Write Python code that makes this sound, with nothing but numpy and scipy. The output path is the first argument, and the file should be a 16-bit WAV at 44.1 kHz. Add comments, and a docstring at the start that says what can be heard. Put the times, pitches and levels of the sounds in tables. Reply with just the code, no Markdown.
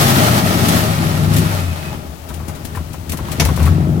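"""An old V8 pickup races, just started, then sags to a stumbling idle and picks up again.
Firing pulses ring the tailpipe over a boom at the firing rate; fan and valves roar in the
engine bay. The roar dulls as the listener walks from the open bonnet towards the tailpipe.
Steps crunch on gravel, with handling ticks and knocks, one sharp clack and a brief faint whine."""
import sys
import numpy as np
from scipy import signal
from scipy.fft import rfft, irfft
from scipy.io import wavfile
from scipy.ndimage import uniform_filter1d

SR = 44100
rng = np.random.default_rng(int(sys.argv[2]) if len(sys.argv) > 2 else 0)


def wav_record(signal):
    """Record a signal, one row per channel, as 16-bit PCM in the file named by sys.argv[1]."""
    frames = np.transpose(np.atleast_2d(signal))
    bounded = np.clip(frames, -1, 1)
    # unit amplitude maps onto the largest positive 16-bit level
    quanta = np.round(bounded * 32767).astype(np.int16)
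    wavfile.write(sys.argv[1], SR, quanta)


N = 176400
TIME = np.arange(N) / SR

# Each row: time in seconds, roughness from 0 (even drone) to 1 (stumbling pulses).
ROUGHNESS = [(.8,.6),(1.3,.4),(1.7,0.41),(1.9,.9),(3.25,0.98),(3.55,0.57)]
# Each row: time in seconds, relative level in dB.
PIPE_LEVEL = [(0,-19.5),(.77,-15.5),(.83,-21.5),(1.15,-18),(1.42,-14),(1.52,-25),(1.8,-32),(1.95,-29),(2.07,-39),(2.24,-47),(2.32,-33),(2.65,-35),(2.78,-30.5),(2.9,-35.5),(3.05,-34.5),(3.15,-28.5),(3.28,-32),(3.42,-18),(3.58,-20),(3.76,-15)]
# Each row: time in seconds, relative level in dB.
BOOM_LEVEL = [(0,-18),(.4,-25),(.8,-27.5),(1.18,-24.5),(1.37,-16.5),(1.45,-24.5),(1.72,-20.5),(1.77,-33.5),(2.2,-40),(2.35,-29.5),(2.66,-41),(2.78,-24),(2.9,-38),(3.2,-25),(3.28,-37),(3.47,-15),(3.56,-25.5),(3.63,-11.5),(3.72,-14.5),(3.81,-23.5),(4,-23.5)]
def exhaust(firings, pipe_db=1.5, boom_db=2.5, throb_db=3.5, left_lag_s=0.00019, side_db=6):
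    """Pulses and a drone ring the pipe over a boom at the firing rate that wavers at idle."""
    rough = curve(ROUGHNESS)
    beats = rough * tailpipe(firing_pulses(firings, rough))
    hum = np.sqrt(1 - rough ** 2) * tailpipe(drone(firings))
    boom = -np.sqrt(2) * np.cos(2 * np.pi * firings + rough ** 2 * drift(31))
    boom *= amp(curve(BOOM_LEVEL) + boom_db + throb_db * rough ** 2 * drift(19))
    sound = (beats + hum) * amp(curve(PIPE_LEVEL) + pipe_db) + boom
    left = np.interp(TIME - left_lag_s, TIME, sound)
    return np.array([left, sound]) * pan(side_db)


# Each entry: relative strength in dB of one cylinder, in firing order.
CYLINDER_DB = [-3,-5,-2,2,4.5,-0.5,4,-10.5]
def firing_pulses(firings, rough, uneven_db=3, jitter=0.042, max_late=0.262, boom_share=0.86):
    """Eight unequal pulses a cycle, with noisy puffs; roughness scatters timing and strength."""
    index = np.arange(int(firings[-1]))
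    cylinder = index % len(CYLINDER_DB)
    late = max_late * rng.random(len(CYLINDER_DB))[cylinder]  # in firing intervals
    stumble = rng.standard_normal((len(index), 2)) * np.interp(index, firings, rough)[:, None]
    onsets = np.searchsorted(firings, index + late + jitter * stumble[:, 0]).clip(0, N - 1)
    strength = amp(np.array(CYLINDER_DB)[cylinder] + uneven_db * stumble[:, 1])
    pulses = np.zeros(N)
    pulses[onsets] = boom_share * strength.mean() - strength  # the boom stands in for this share
    puffs = 0.0092 * rough * np.exp(-(firings % 1) / .5) * rng.standard_normal(N)
    return pulses + puffs


# Each entry: harmonic number of the engine cycle.
HARMONICS = (6, 11, 12, 13, 15, 17, 19, 27)
# Each entry: relative level in dB of that harmonic.
HARMONIC_DB = [0.5, -1.5, -3.5, 2, -6.5, -6.5, 0.5, -2]
def drone(firings):
    """Even running gives a pitched drone on harmonics of the eight-firing cycle."""
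    cycles = firings / len(CYLINDER_DB)
    return sum(amp(db) * np.cos(2 * np.pi * (order * cycles + rng.random()))
               for order, db in zip(HARMONICS, HARMONIC_DB))


# Each row: frequency in Hz, width in Hz, relative gain in dB.
PIPE_RESONANCES = [(83,25.3,-0.5),(159.5,18.4,7),(234.5,32.6,0.5),(341,107,-3.5)]
# Each row: frequency in Hz, relative gain in dB.
PIPE_SPECTRUM = [(35,-26.5),(65,3.5),(250,0),(420,-3.5),(700,-4),(1500,-17)]
def tailpipe(drive, window_samples=3000):
    """The pipe's resonances, alternating in sign, with the short-time rms held at 1."""
    modes = sum((-1) ** i * amp(db) * resonate(drive, hz, width_hz)
                for i, (hz, width_hz, db) in enumerate(PIPE_RESONANCES))
    ring = colour(modes, PIPE_SPECTRUM)[0]
    return ring / np.sqrt(abs(uniform_filter1d(ring ** 2, window_samples)) + 1e-12)


# Each row: time in seconds, relative level in dB, dulling in dB per octave above corner_hz.
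BAY_LEVEL = [(0,-12.5,0),(.25,-13,1),(.55,-16,1.06),(.78,-14.5,0.44),(.95,-19.5,1.5),(1.2,-22,1.53),(1.45,-20,1.23),(1.7,-26.5,1.4),(1.93,-30,2),(2.15,-36,8.5),(2.4,-31.5,9),(2.75,-33.5,4.5),(3.0,-37,8),(3.3,-28,2),(3.65,-27,1),(4,-27.5,10.5)]
# Each row: frequency in Hz, relative gain in dB.
BAY_SPECTRUM = [(50,-10),(150,4.5),(260,-3.5),(400,-5),(510,-12.5),(640,-3.5),(800,-5.5),(1040,-10.5),(1300,-5.5),(1550,-12),(2000,-12.5),(4200,-14),(7000,-18),(13000,-19),(16000,-26)]
# Each row: frequency in Hz, left-right correlation.
BAY_CORRELATION = [(400,1),(1200,0.68),(2200,0.15),(12000,0.067)]
# Each row: frequency in Hz, left minus right in dB.
BAY_BALANCE = [(300,2.5),(950,5.5),(1900,-1),(3800,2),(7500,2),(15000,12.5)]
# Each row: frequency in Hz, width in Hz, gain in dB relative to the plain roar.
BAY_RESONANCES = [(611,59,-4),(847,34,-14),(1840,250,-8)]
def engine_bay(firings, clatter_db=-6.5, corner_hz=920, left_lag_s=0.0003394, flutter_db=1.03):
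    """Fan roar and valve clatter ring the hollow bay and grow dull as the cab hides them."""
    fan = rng.standard_normal((2, N))
    source = unit(fan + amp(clatter_db) * valves(firings))
    hz, t, (common, separate) = signal.stft(source, SR, nperseg=512)
    hz = hz[:, None]
    likeness = at_hz(BAY_CORRELATION, hz)
    side = amp(at_hz(BAY_BALANCE, hz) / 2)
    left = common * side * np.exp(-2j * np.pi * hz * left_lag_s)
    right = (likeness * common + np.sqrt(1 - likeness ** 2) * separate) / side
    dulling_db = np.log2(np.maximum(hz / corner_hz, 1)) * curve(BAY_LEVEL, t, column=2)
    gain = unit(amp(at_hz(BAY_SPECTRUM, hz))) * amp(curve(BAY_LEVEL, t) - dulling_db)
    roar = signal.istft(np.array([left, right]) * gain, SR, nperseg=512)[1][:, :N]
    hollow = sum(amp(db) * resonate(roar, mode_hz, width_hz) for mode_hz, width_hz, db in BAY_RESONANCES)
    return (roar + hollow) * amp(flutter_db * drift(24))


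def valves(firings, decay_share=0.28, spread_db=4, size=4096):
    """Two valves tap per firing, each with its own strength; the rasp repeats every engine cycle."""
    count = 2 * len(CYLINDER_DB)
    slot = np.arange(size) * count / size
    strength = amp(spread_db * rng.standard_normal(count))[slot.astype(int)]
    taps = strength * np.exp(-(slot % 1) / decay_share) * rng.standard_normal((2, size))
    position = (firings / len(CYLINDER_DB) * size).astype(int) % size
    return unit(taps[:, position])


# Each row: start in seconds, relative level in dB, left minus right in dB.
CRUNCHES_AND_TICKS = [(0.6846, -13, 3.5), (1.3356, -22, 1), (1.3642, -17, 4), (1.383, -24, 3.5),
                      (2.289, -30.5, 13), (2.3391, -30, 13.0), (2.4814, -28, 13.5), (2.55, -35, 14),
                      (2.649, -25.5, 11), (2.7554, -30.5, 19), (2.9312, -31, 13.0), (3.0945, -22.5, 6),
                      (3.1189, -22.5, 5), (3.1711, -28, 6), (3.3163, -22, 8), (3.4494, -17, 6),
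                      (3.5616, -26, 24), (3.6273, -24, 15), (3.6547, -26, 16)]
# Each row: frequency in Hz, relative gain in dB.
GRIT_SPECTRUM = [(300,14.5),(1000,-8),(2300,3),(4200,-1),(7000,0),(12000,0),(16000,-4)]
def gravel_and_ticks(gain_db=1, rise_s=.006, decay_s=.016, grains_per_s=9000, spread_db=4,
                     tick_ring_hz=(3860, 9250, 10400), ring_db=-1):
    """Gravel crunches and small handling clicks close on the left, with a brief high ring."""
    envelope = sum(pan(side_db) * amp(db + gain_db) * burst(start_s - rise_s / 2, rise_s, decay_s)
                   for start_s, db, side_db in CRUNCHES_AND_TICKS)
    grains = rng.choice([-1, 1], (2, N)) * (rng.random((2, N)) < grains_per_s / SR)
    grains = grains * amp(spread_db * np.minimum(rng.exponential(1, (2, N)), 4))
    wash = 0.82 * rng.standard_normal((2, N))
    clicks = colour(envelope * unit(unit(grains) + wash), GRIT_SPECTRUM)
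    event = np.searchsorted([row[0] - rise_s for row in CRUNCHES_AND_TICKS], TIME)
    pitch = np.exp(.15 * rng.uniform(-1.01, 1, len(CRUNCHES_AND_TICKS) + 1))[event]
    return clicks + amp(ring_db) * sum(resonate(clicks, hz * pitch, width_hz=86) for hz in tick_ring_hz)


# Each row: start in seconds, relative level in dB, ring frequency in Hz.
BUMPS = [(1.927, -29, 900), (2.303, -29.5, 1000), (2.4, -33, 920), (2.494, -27.5, 700),
         (2.748, -24.5, 1752), (2.772, -27.5, 1024), (2.942, -29.5, 768), (3.132, -27, 940),
         (3.188, -26.5, 940), (3.285, -27, 1043), (3.328, -26.5, 618.3), (3.418, -18, 900),
         (3.455, -17.5, 641), (3.488, -20.5, 910), (3.573, -22, 637.5), (3.601, -21.5, 910),
         (3.638, -26, 959.5), (3.664, -21, 1210), (3.673, -24, 1240)]
# Each row: frequency in Hz, relative gain in dB.
KNOCK_SPECTRUM = [(30,-32),(200,-2),(450,-0.5),(700,-2),(1150,0),(1700,-6.5),(2300,-8.5),(4000,-23),(12000,-22)]
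def knocks(gain_db=-3, rise_s=0.0038, decay_s=0.013, ring_db=4, side_db=5):
    """Dull handling bumps, each with a short hollow ring at its own pitch."""
    grit = unit(rng.standard_normal(N) + 0.65 * rng.standard_normal((2, N)))
    bumps = np.zeros((2, N))
    for start_s, db, hz in BUMPS:
        blow = grit * amp(db + gain_db) * burst(start_s - rise_s / 2, rise_s, decay_s)
        bumps += blow + amp(ring_db) * resonate(blow, hz, width_hz=160)
    return colour(bumps, KNOCK_SPECTRUM) * pan(side_db)


# Each row: frequency in Hz, relative level in dB, seconds to fall 60 dB.
METAL_MODES = [(472,-0.5,0.34),(682,4,.12),(1780,-2,0.14),(2245,2,0.14),(3640,-6,0.22)]
# Each row: frequency in Hz, relative gain in dB.
CLACK_SPECTRUM = [(100,6),(250,8),(700,1),(1300,-4),(2200,1),(4000,-1),(6300,1.5),(8000,-8),(12000,-5.5),(16000,-19)]
def clack(start_s=3.398, rise_s=.001, strike_db=-10, tail_db=-12.5, ring_db=-12, side_db=3):
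    """A hard bright strike, perhaps on the door, with a noisy tail and a short metallic ring."""
    envelope = burst(start_s, rise_s, decay_s=.012) + amp(tail_db) * burst(start_s, rise_s, decay_s=.05)
    strike = colour(envelope * rng.standard_normal((2, N)), CLACK_SPECTRUM)
    age_s = np.maximum(TIME - start_s, 0)
    ring = sum(amp(db - 60 * age_s / t60_s) * np.sin(2 * np.pi * hz * age_s)
               for hz, db, t60_s in METAL_MODES)
    return (amp(strike_db) * strike + amp(ring_db) * ring / abs(ring).max()) * pan(side_db)


# Each row: time in seconds, frequency in Hz, level in dB before the flicker.
WHINE_PATH = [(1.48,2600,-45),(1.6,2559,-43.5),(1.91,2510,-39.5)]
def whine(width_hz=130, flicker_db=3, fade_s=0.03):
    """A faint flickering whine, perhaps from the belt, that dies as the engine reaches idle."""
    hz = curve(WHINE_PATH)
    outside_s = abs(TIME - np.clip(TIME, WHINE_PATH[0][0], WHINE_PATH[-1][0]))
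    level = amp(curve(WHINE_PATH, column=2) + flicker_db * drift(22.1)) * np.exp(-outside_s / fade_s)
    band = resonate(rng.standard_normal((2, N)), hz, width_hz)
    return unit(resonate(band, hz, width_hz)) * level


def panel_echoes(x, count=6, max_delay_s=.018, echo_db=-15):
    """The direct sound plus early reflections from the body panels and the ground."""
    taps = np.zeros((2, SR // 10))
    taps[:, 0] = 1
    delays = (SR * max_delay_s * rng.uniform(.1, 1, (2, count))).astype(int)
    np.put_along_axis(taps, delays, amp(echo_db) * rng.choice([-1, 1], delays.shape), 1)
    return signal.oaconvolve(x, taps / np.linalg.norm(taps[0]), axes=1)[:, :N]


def amp(db):
    """Decibels to gain."""
    return 10 ** (np.asarray(db) / 20)


def unit(x):
    """Scales to rms 1."""
    return x / np.sqrt(np.mean(x ** 2) + 1e-20)


def curve(rows, t=TIME, column=1):
    """One table column over time."""
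    rows = np.array(rows)
    return np.interp(t, rows[:, 0], rows[:, column])


def at_hz(rows, hz):
    """Table lookup on a log-frequency axis."""
    row_hz, value = np.transpose(rows)
    return np.interp(np.log(hz + 1), np.log(row_hz + 1), value)


def pan(side_db):
    """Stereo gains for a left minus right level."""
    return unit(amp([[side_db / 2], [-side_db / 2]]))


def colour(x, spectrum, size=8192):
    """Minimum-phase filter with the given spectrum and unit power gain."""
    log_gain = np.log(amp(at_hz(spectrum, abs(np.fft.fftfreq(size, 1 / SR)))))
    response = np.exp(np.conj(signal.hilbert(log_gain)))
    impulse = np.fft.ifft(response).real[:size // 2]
    return signal.oaconvolve(np.atleast_2d(x), impulse[None] / np.linalg.norm(impulse), axes=1)[:, :N]


def drift(hz):
    """Random wander of rms 1, rolling off at hz."""
    rolloff = np.exp(-(np.fft.rfftfreq(N, 1 / SR) / hz) ** 2)
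    return unit(irfft(rfft(rng.standard_normal(N)) * rolloff, N))


def burst(start_s, rise_s, decay_s):
    """Linear attack, exponential release."""
    age_s = TIME - start_s
    return np.clip(age_s / rise_s, 0, 1) * np.exp(-np.maximum(age_s - rise_s, 0) / decay_s)


def resonate(x, hz, width_hz):
    """Unit-gain resonance; hz may vary over time."""
    carrier = np.exp(2j * np.pi * np.cumsum(hz * np.ones(N)) / SR)
    pole = np.exp(-np.pi * width_hz / SR)
    return 2 * (carrier * signal.lfilter([1 - pole], [1, -pole], x / carrier)).real


# Each row: time in seconds, firings per second.
FIRING_RATE = [(0,145),(.12,141),(.25,120.4),(.38,124),(.58,120.5),(.76,124.4),(.96,101),(1.23,94),(1.42,108.6),(1.6,91.5),(1.76,81.6),(2.1,75.3),(2.8,81),(3.48,77.3),(3.6,75),(3.77,92.5),(3.88,89.5),(4,103)]
def scene():
    """Engine, crunches, ticks and knocks in the open air beside the truck."""
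    firing_hz = curve(FIRING_RATE) * (1 + 0.005 * drift(18))
    firings = np.cumsum(firing_hz) / SR  # running count
    return (exhaust(firings) + panel_echoes(engine_bay(firings) + knocks())
            + clack() + gravel_and_ticks() + whine())


# Each row: frequency in Hz, relative gain in dB.
HISS_SPECTRUM = [(100,24.3),(1000,8.3),(3000,6.6),(9000,1.3)]
def record(dry, low_cut_hz=42, hiss_db=-33.5, high_cut_hz=16200):
    """Bass cut, left microphone hiss, rounded peaks, band limit."""
    x = signal.sosfilt(signal.butter(2, low_cut_hz, "high", fs=SR, output="sos"), dry)
    x[0] += amp(hiss_db) * colour(rng.standard_normal(N), HISS_SPECTRUM)[0]
    x = x / (1 + x ** 4) ** (1 / 4)
    lowpass = signal.firwin(511, high_cut_hz, window=("kaiser", 9), fs=SR)
    return signal.oaconvolve(x, lowpass[None], "same")


dry = scene()
out = record(dry)
wav_record(out)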